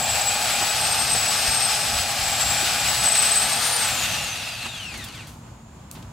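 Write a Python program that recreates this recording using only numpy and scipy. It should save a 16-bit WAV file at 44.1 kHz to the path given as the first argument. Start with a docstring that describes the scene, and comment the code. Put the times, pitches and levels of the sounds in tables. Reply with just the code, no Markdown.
"""An open yard: a corded electric pole saw runs flat out, then coasts to rest as the trigger is let go.
One shaft speed drives the armature whine, the motor tones and the chain, whose links rattle over
sprocket and bar. The pole knocks; the brushes sing a falling note as the motor slows. The chain ticks
as it stops and a twig snaps, over soft puffs of wind and the rumble of distant traffic.
A faint, thin high whine hangs in the background."""
import sys
import numpy as np
from scipy import signal
from scipy.fft import rfft, irfft
from scipy.io import wavfile

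SR = 44100
rng = np.random.default_rng(int(sys.argv[2]) if len(sys.argv) > 2 else 0)


def generate_wav(signal):
    """Clip the signal to [-1, 1] and save it as 16-bit WAV at the path in sys.argv[1]."""
    frames = np.transpose(np.atleast_2d(signal))
    scaled = np.clip(frames, -1, 1) * 32767
    pcm = np.round(scaled).astype(np.int16)
    wavfile.write(sys.argv[1], SR, pcm)


N = 270238
TIME, FREQ = np.arange(N) / SR, np.fft.rfftfreq(N, 1 / SR)
LINKS_PER_TURN = .3
SIDES = np.array([[.5], [-.5]])  # splits a left-minus-right level between the channels


def saw(working_hz=422):
    """The saw, a little to the left: shaft speed sets the pitch of its tones and the level of its layers."""
    shaft_hz = shaft()
    turns = np.cumsum(shaft_hz) / SR
    speed = shaft_hz / shaft_hz.max()
    working = np.clip(shaft_hz / working_hz, 0, 1)
    # mix at working speed: t/s, rattle level/dB, link ring re rattle at top speed/dB, growl level/dB
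    running = [(0, -24, -13, -30), (.65, -24.5, -14, -33), (1.1, -23.8, -8, -34), (1.75, -24.5, -8, -34.5),
               (2.2, -24.5, -11, -34), (3.2, -23, -12.5, -34), (3.8, -24, -19, -36.5)]
    chain_db, link_db, growl_db = curves(running)
    # some rattle stays down to a crawl, then dies below 42.6 Hz of the shaft
    chain_fade = (.14 + .86 * working ** 2.09) * np.clip(shaft_hz / 42.6, 0, 1)
    metal = undb(chain_db) * chain_fade * ground_echo(chain(turns, speed, link_db))
    singing = whine(turns, working) + brushes(turns, shaft_hz)
    body = undb(growl_db) * housing_growl(working) + working ** 4.5 * motor_tones(turns, shaft_hz)
    return metal * undb(1.5 * SIDES) + singing * undb(4 * SIDES) + body * undb(1.3 * SIDES) + shake(speed)


def shaft(friction_hz_per_s=221.9, drag_equal_hz=428.2):
    """Shaft speed in Hz: it follows the load, then steady friction and square-law fan drag stop it."""
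    # motor sagging and recovering under load, trigger let go at the last row: t/s, shaft f/Hz
    driven = [(0.0, 404.2), (0.33, 406.1), (0.42, 415.6), (0.5, 403.9), (0.66, 410.3), (0.89, 436.5),
              (1.09, 442.0), (1.21, 410.8), (1.59, 445.8), (1.69, 423.0), (1.83, 426.3), (2.15, 404.5),
              (2.57, 401.1), (2.64, 409.5), (2.84, 402.7), (3.05, 423.7), (3.42, 425.4), (3.745, 479.5)]
    release_s, release_hz = driven[-1]
    coasted_s = np.clip(TIME - release_s, 0, None)
    angle = np.arctan(release_hz / drag_equal_hz) - friction_hz_per_s * coasted_s / drag_equal_hz
    coasting_hz = drag_equal_hz * np.tan(np.clip(angle, 0, None))
    hz = np.where(coasted_s > 0, coasting_hz, curves(driven)[0])
    return hz * (1 + .0007 * walk(18))


def chain(turns, speed, link_db, throb=.064, air_db=2, flutter_db=1.05):
    """Links strike the bar in a dense rattle that throbs once a link, over the rush of the cooling fan."""
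    # rattle EQ: f/Hz, level/dB
    rattle_eq = [(200, -49), (450, -17.5), (650, -9), (1000, -10), (1250, -2.5), (1900, -4), (2400, -4),
                 (3300, -3), (4700, -2.5), (5150, -10), (5700, -6.5), (8200, -6), (10000, -9.5),
                 (13000, -13), (15700, -24)]
    # guide bar resonances: f/Hz, width/Hz, level/dB
    bar_modes = [(2530, 100, -2), (2730, 150, 0), (3500, 900, -15)]
    # stereo width: f/Hz, scattered minus direct level/dB
    scatter = [(700, -15), (1500, -16), (2400, -11.5), (4000, -7), (9000, -7.5), (14000, -2.5)]
    # stereo tilt: f/Hz, left minus right level/dB
    balance = [(1700, 0), (2300, -1), (3000, -3.5), (4200, 2), (12000, 2.5)]
    beat = 1 + throb * np.cos(2 * np.pi * LINKS_PER_TURN * turns)
    density = .5 + speed
    struck = rng.random(N) < 14000 * density / SR
    impacts = unit(struck * noise() / np.sqrt(density))
    drive = unit(impacts + undb(air_db) * noise()) * beat * undb(flutter_db * walk(11))
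    # the links themselves ring only when struck hard
    hard = colour(drive, rattle_eq) + undb(link_db) * speed ** 2 * ring(drive, [(5180, 410, 0)])
    # as the chain slows, its blows soften and the ring of the bar stands out
    slack = np.clip(1 - speed, 0, 1)
    soft = colour(hard, [(1000, 1.4), (2000, 1.8), (3500, .7), (8000, -2.6), (14000, -9)])
    rattle = (hard * speed + soft * slack) * (1 - .18 * slack)
    bar = ring(drive, bar_modes) * undb(-6) * np.sin(np.pi * slack ** 1.2) ** 1.3
    spectrum = spread(rfft(rattle + bar), 20 * np.log10(gain_at(FREQ, scatter)))
    return irfft(spectrum * gain_at(FREQ, balance) ** SIDES, N)


def whine(turns, working, order=19, waver_db=2.5):
    """The high whine of the armature, roughened by play in the gears, with a weak octave."""
    # fader ride at working speed: t/s, level/dB
    ride = [(0, -26.5), (.68, -31.5), (.9, -25.5), (1.3, -28), (1.7, -27), (1.95, -33), (2.5, -27),
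            (2.75, -30.5), (3.07, -22.5), (3.42, -23), (3.6, -30), (3.88, -25.5)]
    level = undb(curves(ride)[0] + waver_db * walk(9)) * working ** 5.4
    cycles = order * turns + .06 * walk(130)
    return level * (tone(cycles, .67, 53, -8) + undb(-13.5) * tone(2 * cycles, .7, 30, -2))


def brushes(turns, shaft_hz, bars=24, onset_hz=290, stop_hz=20, waver_db=2.5):
    """Commutator bars chatter past the brushes, singing out as the shaft slows below onset_hz."""
    # brush partials: multiple of the bar rate, level/dB
    partials = [(1, 0), (2, -7), (3, -11)]
    # ring of the frame that they slide down through: f/Hz, level/dB
    frame_eq = [(1300, -23), (1800, -7), (2900, 6.5), (4500, 0), (5800, -0.5), (7500, 4.5), (8700, -1),
                (10000, -18), (14000, -11)]
    slowed = np.clip(shaft_hz / stop_hz, 0, 1) / (1 + np.exp((shaft_hz - onset_hz) / 25))
    contact = undb(-42.5 + waver_db * walk(6))  # changing contact swells and fades
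    passes = bars * turns + .066 * walk(110)
    song = sum(undb(db) * gain_at(k * bars * shaft_hz, frame_eq) * tone(k * passes, .53, 28.1, -10)
               for k, db in partials)
    return contact * slowed * song


def motor_tones(turns, shaft_hz):
    """Unbalance, fan and sprocket teeth sound their multiples; the frame colours the shaft's tones."""
    # shaft partials: multiple of the shaft rate, level/dB
    shaft_partials = [(1, -48), (2, -38), (3, -46), (4, -47), (6, -37), (12, -41)]
    # frame resonances: f/Hz, level/dB
    frame_eq = [(400, -8), (470, 0), (820, 0), (940, -6), (1100, -8), (1220, 0), (1400, -7), (1620, -2),
                (1900, -10), (2330, -12), (2410, 0), (2450, 0), (2530, -5), (2640, -4), (2760, -22),
                (4700, -12), (4900, -2), (5200, -2), (5450, -18)]
    # sprocket partials: multiple of the link rate, level/dB
    link_partials = [(5, -55), (6, -42.5), (7, -49.5), (9, -45.5), (12, -46.5), (19, -42.5)]
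    hum = sum(undb(db) * gain_at(k * shaft_hz, frame_eq) * tone(k * turns, .4, 15, -20)
              for k, db in shaft_partials)
    sprocket = sum(undb(db) * tone(k * LINKS_PER_TURN * turns, .62, 24, -12) for k, db in link_partials)
    return hum + sprocket


def housing_growl(working):
    """Noise rings the motor housing in a midrange growl that fades with speed."""
    # housing resonances: f/Hz, width/Hz, level/dB
    modes = [(611, 190, -8), (748, 196, 2.5), (843, 61, -2)]
    return working ** 1.4 * spread(ring(noise(), modes), -18)


def shake(speed, level_db=-49):
    """The long pole shakes with a dull rumble."""
    return undb(level_db) * speed * spread(ring(noise(), [(228, 114, 0)]), -11.5)


def ground_echo(dry, lag_s=.0062, sway_s=.00012, echo_db=-11):
    """The lawn returns an echo whose delay shifts as the pole sways."""
    samples = np.arange(N)
    lag = np.round((lag_s + sway_s * walk(.8)) * SR)
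    echo = np.array([np.interp(samples - lag, samples, side) for side in dry])
    return (dry + undb(echo_db) * echo) / np.sqrt(1 + undb(echo_db) ** 2)


def ticks_and_snaps():
    """Bright ticks of the stopping chain and the snap of a twig."""
    # hits: t/s, level/dB, decay/s, f/Hz, nominal width/Hz
    hits = [(4.94, -33, 0.022, 1500, 4000), (4.975, -40, 0.024, 7000, 7000),
            (5.041, -35, 0.015, 8000, 9000), (5.085, -42, 0.0078, 7000, 8000), (5.15, -49, .02, 7040, 9000),
            (5.27, -45.5, 0.062, 5500, 9000), (5.913, -29, 0.0021, 8500, 10000),
            (5.921, -45.5, .04, 9000, 8000), (5.951, -46, 0.037, 2780, 3000),
            (6.026, -45, 0.0069, 3500, 5000)]
    return blows(hits)


def pole_knocks():
    """Short, hollow knocks of the pole."""
    # hits: t/s, level/dB, decay/s, f/Hz, nominal width/Hz
    hits = [(.612, -34, 0.014, 275, 150), (.62, -27, 0.022, 854, 500), (1.15, -24, 0.0092, 660, 400),
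            (2.625, -28.5, 0.009, 323, 90), (3.074, -17, 0.0042, 780, 250), (4.657, -30, 0.0072, 1012, 600),
            (4.657, -38, 0.015, 299, 200)]
    return blows(hits)


def wind():
    """Soft puffs of wind, each a swell of low rumble."""
    # puffs: t/s, level/dB, bell half-width/s
    puffs = [(0.142, -37.5, 0.034), (1.496, -32, 0.014), (1.97, -35, 0.057), (2.253, -39.5, 0.054)]
    strength = sum(undb(db) * np.exp(-.5 * ((TIME - s) / width) ** 2) for s, db, width in puffs)
    rumble = colour(noise(), [(15, -23), (45, -5), (90, -3), (200, -25), (800, -60)])
    return strength * spread(rumble, -22)


def traffic(bed_db=-40.5):
    """Distant traffic: a centred rumble, a wider hiss and an engine drone."""
    # EQ of the rumble and hiss: f/Hz, level/dB
    bed_eq = [(20, -32), (35, -16), (60, -4), (105, -3), (160, -5.5), (280, -13.5), (420, -21.5),
              (1000, -18.5), (1900, -31), (2700, -32.5), (5200, -38.5), (7000, -36.5), (15000, -50.5)]
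    # engine partials: f/Hz, level/dB
    engine = [(100, -57), (119, -49.5), (228, -56)]
    bed = colour(noise(), bed_eq) * undb(2.3 * walk(1.7))
    width = gain_at(FREQ, [(80, -28.5), (200, -20), (400, -4), (1000, -6.5), (4000, -.5)])
    bed[1] = irfft(rfft(bed[1]) * width, N)
    drone = sum(undb(db) * tone(hz * TIME, 1.06, 4.1, -36.5) for hz, db in engine)
    return undb(bed_db) * unit(spread(bed, 0)) + drone


def faint_whine():
    """A faint, thin background whine at 6.5-7.5 kHz, as of insects or electronics."""
    # partials: f/Hz, relative level/dB
    partials = [(6560, -75), (6745, -69), (7106, -72), (7472, -72)]
    return sum(undb(db + 3) * tone(hz * TIME, .35, 3, -6) for hz, db in partials)


def blows(hits):
    """Noise bursts that start at once and die away, each through one steep resonance."""
    track, age = np.zeros((2, N)), np.arange(SR // 4) / SR
    for s, db, decay, hz, width in hits:
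        b, a = signal.iirpeak(min(hz, .4 * SR), hz / min(1.4 * width, .35 * SR), fs=SR)
        envelope = np.exp(-age / decay)
        strike = envelope * rng.standard_normal((2, len(age)))
        burst = unit(signal.lfilter(np.convolve(b, b), np.convolve(a, a), strike))
        level = undb(db) * np.sqrt(np.mean(envelope ** 2))
        start = int(s * SR)
        track[:, start:start + len(age)] += level * burst[:, :N - start]
    return spread(track, -7.5)


def tone(cycles, scatter, flutter_hz, side_db):
    """A tone that also arrives by shifting paths off ground and leaves, so that it flutters."""
    paths = np.array([walk(flutter_hz) + 1j * walk(flutter_hz) for _ in range(2)]) / np.sqrt(2)
    paths[0] = unit(1 + scatter * paths[0].real) + 1j * scatter * paths[0].imag / np.sqrt(1 + scatter ** 2)
    return unit(spread(np.imag(paths * np.exp(2j * np.pi * cycles)), side_db))


def ring(x, modes):
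    """Drive steep resonances (f/Hz, width/Hz, level/dB); rms 1."""
    response = sum(undb(db) / (1 + ((FREQ ** 2 - hz * hz) / ((FREQ + 1) * width)) ** 2)
                   for hz, width, db in modes)
    return unit(irfft(rfft(x) * response, N))


def colour(x, eq):
    """Filter by an EQ curve (f/Hz, level/dB); rms 1."""
    return unit(irfft(rfft(x) * gain_at(FREQ, eq), N))


def gain_at(hz, eq):
    """Gain of an EQ curve at given frequencies."""
    f, db = np.transpose(eq)
    return undb(np.interp(np.log(hz + 1), np.log(f), db))


def spread(pair, side_db):
    """Left and right from a direct sound (mid) and a scattered one (side)."""
    side = undb(side_db)
    return (pair[0] + side * pair[1] * np.array([[1], [-1]])) / np.sqrt(1 + side ** 2)


def curves(rows):
    """Automation curves from the columns of a time table."""
    s, *columns = np.transpose(rows)
    return [np.interp(TIME, s, column) for column in columns]


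def walk(rate_hz):
    """Smooth random modulation; rms 1."""
    return unit(irfft(rfft(rng.standard_normal(N)) / (1 + (FREQ / rate_hz) ** 2), N))


def noise():
    """Two unrelated white noises."""
    return rng.standard_normal((2, N))


def undb(db):
    """Decibels to gain."""
    return 10 ** (np.asarray(db) / 20)


def unit(x):
    """Scale to rms 1."""
    return x / np.sqrt(np.mean(x ** 2) + 1e-18)


def scene():
    """The saw and its hits up front, the yard's ambience behind."""
    return saw() + ticks_and_snaps() + pole_knocks() + traffic() + faint_whine() + wind()


def record(dry, top_hz=15800):
    """A steep low-pass cuts the top."""
    return signal.sosfilt(signal.ellip(10, .2, 80, top_hz, fs=SR, output="sos"), dry)


dry = scene()
out = record(dry)
generate_wav(out)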